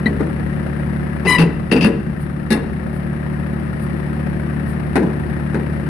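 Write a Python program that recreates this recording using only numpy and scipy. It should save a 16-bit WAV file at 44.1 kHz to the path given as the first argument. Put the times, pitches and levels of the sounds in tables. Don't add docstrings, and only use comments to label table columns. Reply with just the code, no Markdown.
import sys
import numpy as np
from scipy import signal
from scipy.fft import rfft, irfft, next_fast_len
from scipy.io import wavfile
from scipy.ndimage import uniform_filter1d, minimum_filter1d

SR = 44100
rng = np.random.default_rng(int(sys.argv[2]) if len(sys.argv) > 2 else 0)


def store_wav(level_fs):
    pcm = np.round(np.clip(np.atleast_2d(level_fs), -1, 1) * 32767)
    wavfile.write(sys.argv[1], SR, pcm.T.astype(np.int16))


N = 259740
TIME = np.arange(N) / SR


def from_db(db):
    return 10 ** (np.asarray(db) / 20)


def rms_one(x):
    return x / np.sqrt(np.mean(x ** 2) + 1e-20)


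def at_hz(points, hz):
    f, value = np.transpose(points)
    return np.interp(np.log(np.maximum(hz, 1)), np.log(f), value)


def drift(rate):
    r = np.exp(-80 * np.pi * rate / SR)
    noise = rng.standard_normal(N // 40 + 2002)
    slow = signal.lfilter([1], [1, -2 * r, r * r], noise)[2000:]
    return np.interp(np.arange(N) / 40, np.arange(len(slow)), rms_one(slow))


def colour(x, spectrum, tilt_db=0):
    size = 2 * next_fast_len(x.shape[-1] // 2 + 2048)
    hz = np.fft.rfftfreq(size, 1 / SR)
    gain = from_db(at_hz(spectrum, hz) + tilt_db * np.log2(hz + 1))
    gain = rms_one(gain / (1 + (hz / (2 * spectrum[-1][0])) ** 2))
    cepstrum = irfft(np.log(gain))
    cepstrum[1:size // 2] *= 2
    cepstrum[size // 2 + 1:] = 0
    return irfft(rfft(x, size) * np.exp(rfft(cepstrum)))[..., :x.shape[-1]]


def resonate(x, hz, width_hz):
    r = np.exp(-np.pi * width_hz / SR)
    zeros = np.sqrt((1 - r * r) / 2) * np.array([1, 0, -1])
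    poles = [1, -2 * r * np.cos(2 * np.pi * hz / SR), r * r]
    return signal.lfilter(zeros, poles, x + 1e-18)


def swell(t, hold, t60, rise=0.00037):
    return (1 - np.exp(-np.maximum(t, 0) / rise)) * from_db(-60 * np.maximum(t - hold, 0) / t60)


def strokes(phase, sharpness):
    return rms_one(np.exp(-sharpness * (phase % 1)))


def add(out, s, sound):
    at = round(max(s, 0) * SR)
    out[..., at:at + sound.shape[-1]] += sound[..., :N - at]


def stereo(pair, likeness, balance):
    size = next_fast_len(N, True)
    hz = np.fft.rfftfreq(size, 1 / SR)
    mid, side = rfft(pair, size)
    alike = np.clip(at_hz(likeness, hz), -1, 1)
    sign = np.array([[1], [-1]])
    ports = from_db(sign * at_hz(balance, hz) / 2)
    ports /= np.sqrt(np.mean(ports ** 2, axis=0))
    mixed = np.sqrt((1 + alike) / 2) * mid + sign * np.sqrt((1 - alike) / 2) * side
    return irfft(ports * mixed, size)[:, :N]


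# time in seconds, speed in turns per second.
CRANK_SPEED = [(0, 36.9), (1.2, 36.85), (2.1, 36.85), (2.8, 37.0), (5.5, 37.0), (5.89, 36.8)]
# multiple of the crank rate, level in dB.
EXHAUST_ORDERS = [(2, -28.5), (4, -25), (5, -29.5), (6, -29.5), (9, -43.5), (10, -39.5), (12, -57),
                  (15, -46), (17, -54.5), (20, -52)]
# frequency in Hz, relative level in dB per Hz.
RUMBLE_COLOUR = [(20, -16), (40, -15), (60, -2), (85, -7), (103, 2), (122, 5), (190, 4.5), (260, 1.5),
                 (345, 2), (410, -10.5), (520, -18.5), (800, -32.5)]
CLATTER_COLOUR = [(380, -7.5), (500, -2), (680, -5), (1100, -9.5), (1290, -6.5), (1460, -9), (1820, -4.5),
                  (2200, -14.5), (2900, -21.5), (3150, -27), (5400, -34.5), (6600, -47.5), (9800, -26.5),
                  (13100, -42.5), (14600, -40)]
# frequency in Hz, likeness (held within -1 to 1).
ENGINE_LIKENESS = [(60, 2.5), (150, 0), (300, 0.37), (600, -0.12), (14000, 0)]
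# frequency in Hz, left minus right in dB.
ENGINE_BALANCE = [(60, 1), (150, 2), (300, 7.4), (600, 7), (1400, 10.6), (2600, 12.6), (5000, 9.4),
                  (6600, 10), (8000, 16), (10000, 67), (12500, 15), (15000, 10)]
TAPS_PER_S, TAP_START = 29.996, .12
TAP_ALTERNATION_DB = 1.5


def engine(waver=.1, start_turn=.55, throb=0.09, tap_sharpness=2.17):
    turns = np.cumsum(np.interp(TIME, *np.transpose(CRANK_SPEED))) / SR + start_turn
    note = np.zeros(N)
    for order, db in EXHAUST_ORDERS:
        strength = np.sqrt(2) * from_db(db) * (1 + waver * drift(6.5))
        note -= strength * np.cos(2 * np.pi * order * turns + waver * drift(1.9))
    pulsed = rng.standard_normal((2, N)) * (1 + throb * np.cos(2 * np.pi * turns))
    rumble = from_db(-26.5) * colour(pulsed, RUMBLE_COLOUR)
    ticks = .36 * strokes(3 * turns, 3.0) * from_db(1.5 * drift(40))
    beat = TAPS_PER_S * TIME + TAP_START
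    tap_db = 1.26 * drift(50) - TAP_ALTERNATION_DB * (np.floor(beat) % 2)
    taps = 0.7 * strokes(beat, tap_sharpness) * from_db(tap_db)
    force = rms_one(np.sqrt(ticks ** 2 + taps ** 2 + .5))
    clatter = from_db(-31.5) * colour(rng.standard_normal((2, N)) * force, CLATTER_COLOUR)
    hissing = rumble + clatter + puffs()
    return note * from_db([[.7], [-.7]]) + stereo(hissing, ENGINE_LIKENESS, ENGINE_BALANCE)


# frequency in Hz, relative level in dB, 60 dB decay in seconds.
CHIRP_MODES = [(1934, -14.5, 0.065), (2002, -15.5, 0.042), (3080, -39, 0.06), (3967, -25, 0.033),
               (4290, -37, 0.073)]


def chirp(start=.058, hold=0.01):
    t = TIME - start
    return sum(from_db(db) * swell(t, hold, t60, rise=0.00082) * np.sin(2 * np.pi * hz * (t - hold))
               for hz, db, t60 in CHIRP_MODES)


def rattle(t, swing_hz, contacts_per_s=1100, smooth=0.28, slap=0.086):
    touching = rng.random((2, len(t))) < contacts_per_s / SR
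    contacts = touching * rng.choice([-1, 1], (2, len(t)))
    grit = rms_one(contacts) + smooth * rng.standard_normal((2, len(t)))
    return rms_one(grit * strokes(swing_hz * t, slap))


# frequency in Hz, relative level in dB per Hz.
THUD_COLOUR = [(90, -33.5), (160, -0.5), (240, 4.5), (370, 2.5), (500, -3.5), (650, -17.5), (1200, -36)]
CLANK_COLOUR = [(300, -24.5), (600, 7.5), (880, 7.5), (1250, 3.5), (1850, 7.5), (2700, -2), (3150, -16),
                (3800, -10), (5000, -15.5), (6500, -30), (8000, -14.5), (10000, -4.5), (12900, -31),
                (14600, -14)]
# frequency in Hz, width in Hz, relative level in dB.
FRAME_MODES = [(316, 4.1, -3.5), (388, 1.4, 3), (453, 6, 7), (854, 14, -8), (1690, 16, -7), (1900, 17, -8),
               (2700, 25, -8), (3560, 53, -11), (3840, 33, -14), (4170, 90, -14), (5340, 18, -22),
               (8100, 90, -23)]
THUD_DB, RING_DB, RING_PER_HARDNESS_OCTAVES = 5.5, -6, 2.03


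def impact(hold, db, tilt_db, swing_hz, thud_t60=0.24, clank_t60=0.13, frame_t60=0.053):
    t = TIME[:SR // 2]
    grit = rattle(t, swing_hz)
    thump = rng.standard_normal((2, len(t))) * swell(t, hold, thud_t60)
    thud = from_db(THUD_DB) * colour(thump, THUD_COLOUR)
    clank = colour(grit * swell(t, hold, clank_t60), CLANK_COLOUR, tilt_db)
    drive = grit * swell(t, hold, frame_t60)
    ring = sum(from_db(level + tilt_db * np.log2(hz / 800)) * resonate(drive, hz, width)
               for hz, width, level in FRAME_MODES)
    return from_db(db) * (thud + clank + from_db(RING_DB + RING_PER_HARDNESS_OCTAVES * tilt_db) * ring)


# start in seconds, rattling time in seconds, relative
# strength in dB, hardness in dB per octave, boom pitch in Hz, relative boom level in dB.
BLOWS = [ (0.059, 0.0015, -27, -2, 222, -2.5), (0.098, 0.015, -33.5, -8.5, 199.3, -26),
         (0.203, 0.0068, -26, -5.5, 352, -12), (1.251, 0.017, -27, -3.5, 180.6, -15.5),
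         (1.385, 0.035, -21, -0.5, 165.5, -6.5), (1.715, 0.008, -17.5, 0, 194.6, -7.5),
         (1.755, 0.03, -27.5, -3, 252.6, -7.5), (1.808, 0.025, -29, 0, 178.3, -12),
         (1.845, 0.016, -17, -1, 202.4, -2.5), (2.504, 0.031, -23.5, 2, 219.3, -7),
         (4.955, 0.012, -19, -3, 274, -13), (5.025, 0.009, -26.5, -6.5, 182, -18),
         (5.543, 0.0049, -26, -4, 250, -19)]
REBOUND_S, REBOUND_LOSS_DB, REBOUND_DULLING_DB_PER_OCTAVE = .043, 7, 6.5
BOOM_T60_S, BOOM_AT_HZ, BOOM_T60_POWER = 0.11, 207, 5.9


def bodywork():
    out, t = np.zeros((2, N)), TIME[:SR // 2]
    for s, hold, db, tilt_db, boom_hz, boom_db in BLOWS:
        add(out, s, impact(hold, db, tilt_db, boom_hz))
        dulled_db = tilt_db - REBOUND_DULLING_DB_PER_OCTAVE
        add(out, s + REBOUND_S, impact(hold, db - REBOUND_LOSS_DB, dulled_db, boom_hz))
        t60 = BOOM_T60_S * (BOOM_AT_HZ / boom_hz) ** BOOM_T60_POWER
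        boom = -from_db(boom_db) * swell(t, hold, t60, rise=0.002) * np.sin(2 * np.pi * boom_hz * t)
        add(out[0], s, boom)
    return out


# frequency in Hz, relative level in dB per Hz.
SHUDDER_COLOUR = [(20, -34), (40, -4), (60, -2.5), (95, -21), (125, -1.5), (180, 3), (300, -13.5),
                  (450, -26)]
SHUDDER_DB, SHUDDER_RISE_S, SHUDDER_T60_S = -3.5, 0.054, 2.6
PANEL_HZ, PANEL_DB = 62.3, -6


def shudder():
    energy = np.zeros(N)
    for s, hold, *_, boom_db in BLOWS:
        stored = from_db(boom_db) * swell(TIME - s, 0, SHUDDER_T60_S, rise=SHUDDER_RISE_S)
        energy += hold * stored ** 2
    panels = colour(rng.standard_normal((2, N)), SHUDDER_COLOUR)
    panels[0] += from_db(PANEL_DB) * np.sin(2 * np.pi * PANEL_HZ * TIME)
    return from_db(SHUDDER_DB) * np.sqrt(energy) * panels


def echoes(x, t60, wall_cut_hz=1500):
    t = TIME[:SR // 2]
    tail = rng.standard_normal((2, len(t))) * swell(t, 0, t60, rise=0.013)
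    tail /= np.sqrt(np.sum(tail ** 2) / 2)
    tail = signal.sosfilt(signal.butter(1, wall_cut_hz, fs=SR, output="sos"), tail)
    return signal.fftconvolve(x, tail, axes=1)[:, :N]


# start in seconds, length in seconds, relative level in dB.
SCRAPES = [(1.249, .025, -30.5), (1.382, 0.041, -20.5), (1.713, 0.02, -17.5), (1.761, 0.013, -23),
           (1.808, 0.054, -19.5)]
# frequency in Hz, width in Hz, relative level in dB.
TIN_MODES = [(2570, 65, -7), (2685, 41, -4), (2697, 48, -11), (4650, 270, -12)]


def tin(t60=0.08, swing_hz=200):
    drive, t = np.zeros((2, N)), TIME[:SR // 2]
    for s, hold, db in SCRAPES:
        add(drive, s, from_db(db) * rattle(t, swing_hz) * swell(t, hold, t60))
    buzz = sum(from_db(db) * resonate(drive, hz, width) for hz, width, db in TIN_MODES)
    return signal.sosfilt(signal.butter(2, [2200, 5200], "band", fs=SR, output="sos"), buzz)


# multiple of the squeal's pitch, relative level in dB.
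SQUEAL_PARTIALS = [(1, -1), (1.14, -12), (1.84, -15), (1.98, 4), (2.38, -13), (2.9, -13), (3, -12),
                   (3.96, -12.5), (5, -20), (6, -33), (7, -31), (8, -27.5), (9, -17), (10, -21.5),
                   (11, -34), (12, -35), (13, -39)]
SQUEAL_START_S, SQUEAL_ATTACK_S, SQUEAL_HOLD_S, SQUEAL_T60_S, SQUEAL_DB = 1.258, 0.029, 0.073, 0.073, -17
SQUEAL_HZ, SQUEAL_SAG_HZ = 1014.4, 25
SQUEAL_BRIGHT_DB_PER_OCTAVE, SQUEAL_DULLING_DB_PER_OCTAVE = 4, 3.5


def squeal(flutter_db=4.5, rasp=0.18, scratch_db=-19):
    t, length = TIME - SQUEAL_START_S, SQUEAL_ATTACK_S + SQUEAL_HOLD_S
    on = (t > 0) & (t < length + SQUEAL_T60_S)
    t = t[on]
    eased = np.minimum(t / length, 1) ** 3
    pitch_hz = (SQUEAL_HZ - SQUEAL_SAG_HZ * eased) * (1 + .006 * drift(400)[on])
    cycles = np.cumsum(pitch_hz) / SR
    tilt_db = SQUEAL_BRIGHT_DB_PER_OCTAVE - SQUEAL_DULLING_DB_PER_OCTAVE * eased
    tone = np.zeros(len(t))
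    for k, level in SQUEAL_PARTIALS:
        partial_db = level + tilt_db * np.log2(k / 2) + flutter_db * drift(68)[on]
        tone += from_db(partial_db) * np.sin(2 * np.pi * k * cycles)
    grip = np.minimum(t / SQUEAL_ATTACK_S, 1) ** 2 * swell(t, length, SQUEAL_T60_S)
    scratch = from_db(scratch_db) * colour(rng.standard_normal(len(t)), CLANK_COLOUR)
    out = np.zeros(N)
    out[on] = from_db(SQUEAL_DB) * grip * (tone * (1 + rasp * drift(350)[on]) + scratch)
    return out


# middle of the puff in seconds, level in dB.
PUFFS = [(2.221, -38.5), (2.96, -43.5), (3.831, -40), (4.701, -39.5)]
# frequency in Hz, relative level in dB per Hz.
PUFF_COLOUR = [(2500, -21), (4500, -5), (6600, -22), (9800, 6), (12500, -13), (15000, 5)]


def puffs(width_s=0.02):
    level = sum(from_db(db) * np.exp(-((TIME - s) / width_s) ** 2 / 2) for s, db in PUFFS)
    return level * colour(rng.standard_normal((2, N)), PUFF_COLOUR)


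# frequency in Hz, likeness (1 is identical).
BODY_LIKENESS = [(60, 1), (230, 0.87), (900, 0.66), (3500, 0.37), (13600, 0.13)]
# frequency in Hz, left minus right in dB.
BODY_BALANCE = [(200, 1.1), (600, 5), (1400, 8.5), (2700, 7.8), (5000, 10), (7000, 7.5), (10000, 39),
                (13000, 12)]


def scene():
    metal = bodywork() + tin() + shudder()
    metal[0] += squeal()
    metal = metal + from_db(-7.5) * echoes(metal, t60=0.57)
    metal[0] += chirp()
    return engine() + from_db(3.0) * stereo(metal, BODY_LIKENESS, BODY_BALANCE)


EXCESS_FALL_DB_PER_S = 4
CUTOFF_HZ = 14100


def record(dry, threshold_db=-8.5, ratio=0.49, low_cut_hz=34):
    x = signal.sosfilt(signal.butter(2, low_cut_hz, "high", fs=SR, output="sos"), dry)
    power = uniform_filter1d(np.mean(x ** 2, axis=0), size=882)
    level_db = 10 * np.log10(power + 1e-9)
    fall = EXCESS_FALL_DB_PER_S * TIME
    over_db = np.maximum.accumulate(np.maximum(level_db - threshold_db, 0) + fall) - fall
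    x = x * from_db(-ratio * uniform_filter1d(over_db, size=220))
    headroom = .82 / np.maximum(np.abs(x).max(axis=0), .82)
    x = x * uniform_filter1d(minimum_filter1d(headroom, size=61), size=61)
    return signal.sosfilt(signal.ellip(10, .3, 80, CUTOFF_HZ, fs=SR, output="sos"), x)


dry = scene()
out = record(dry)
store_wav(out)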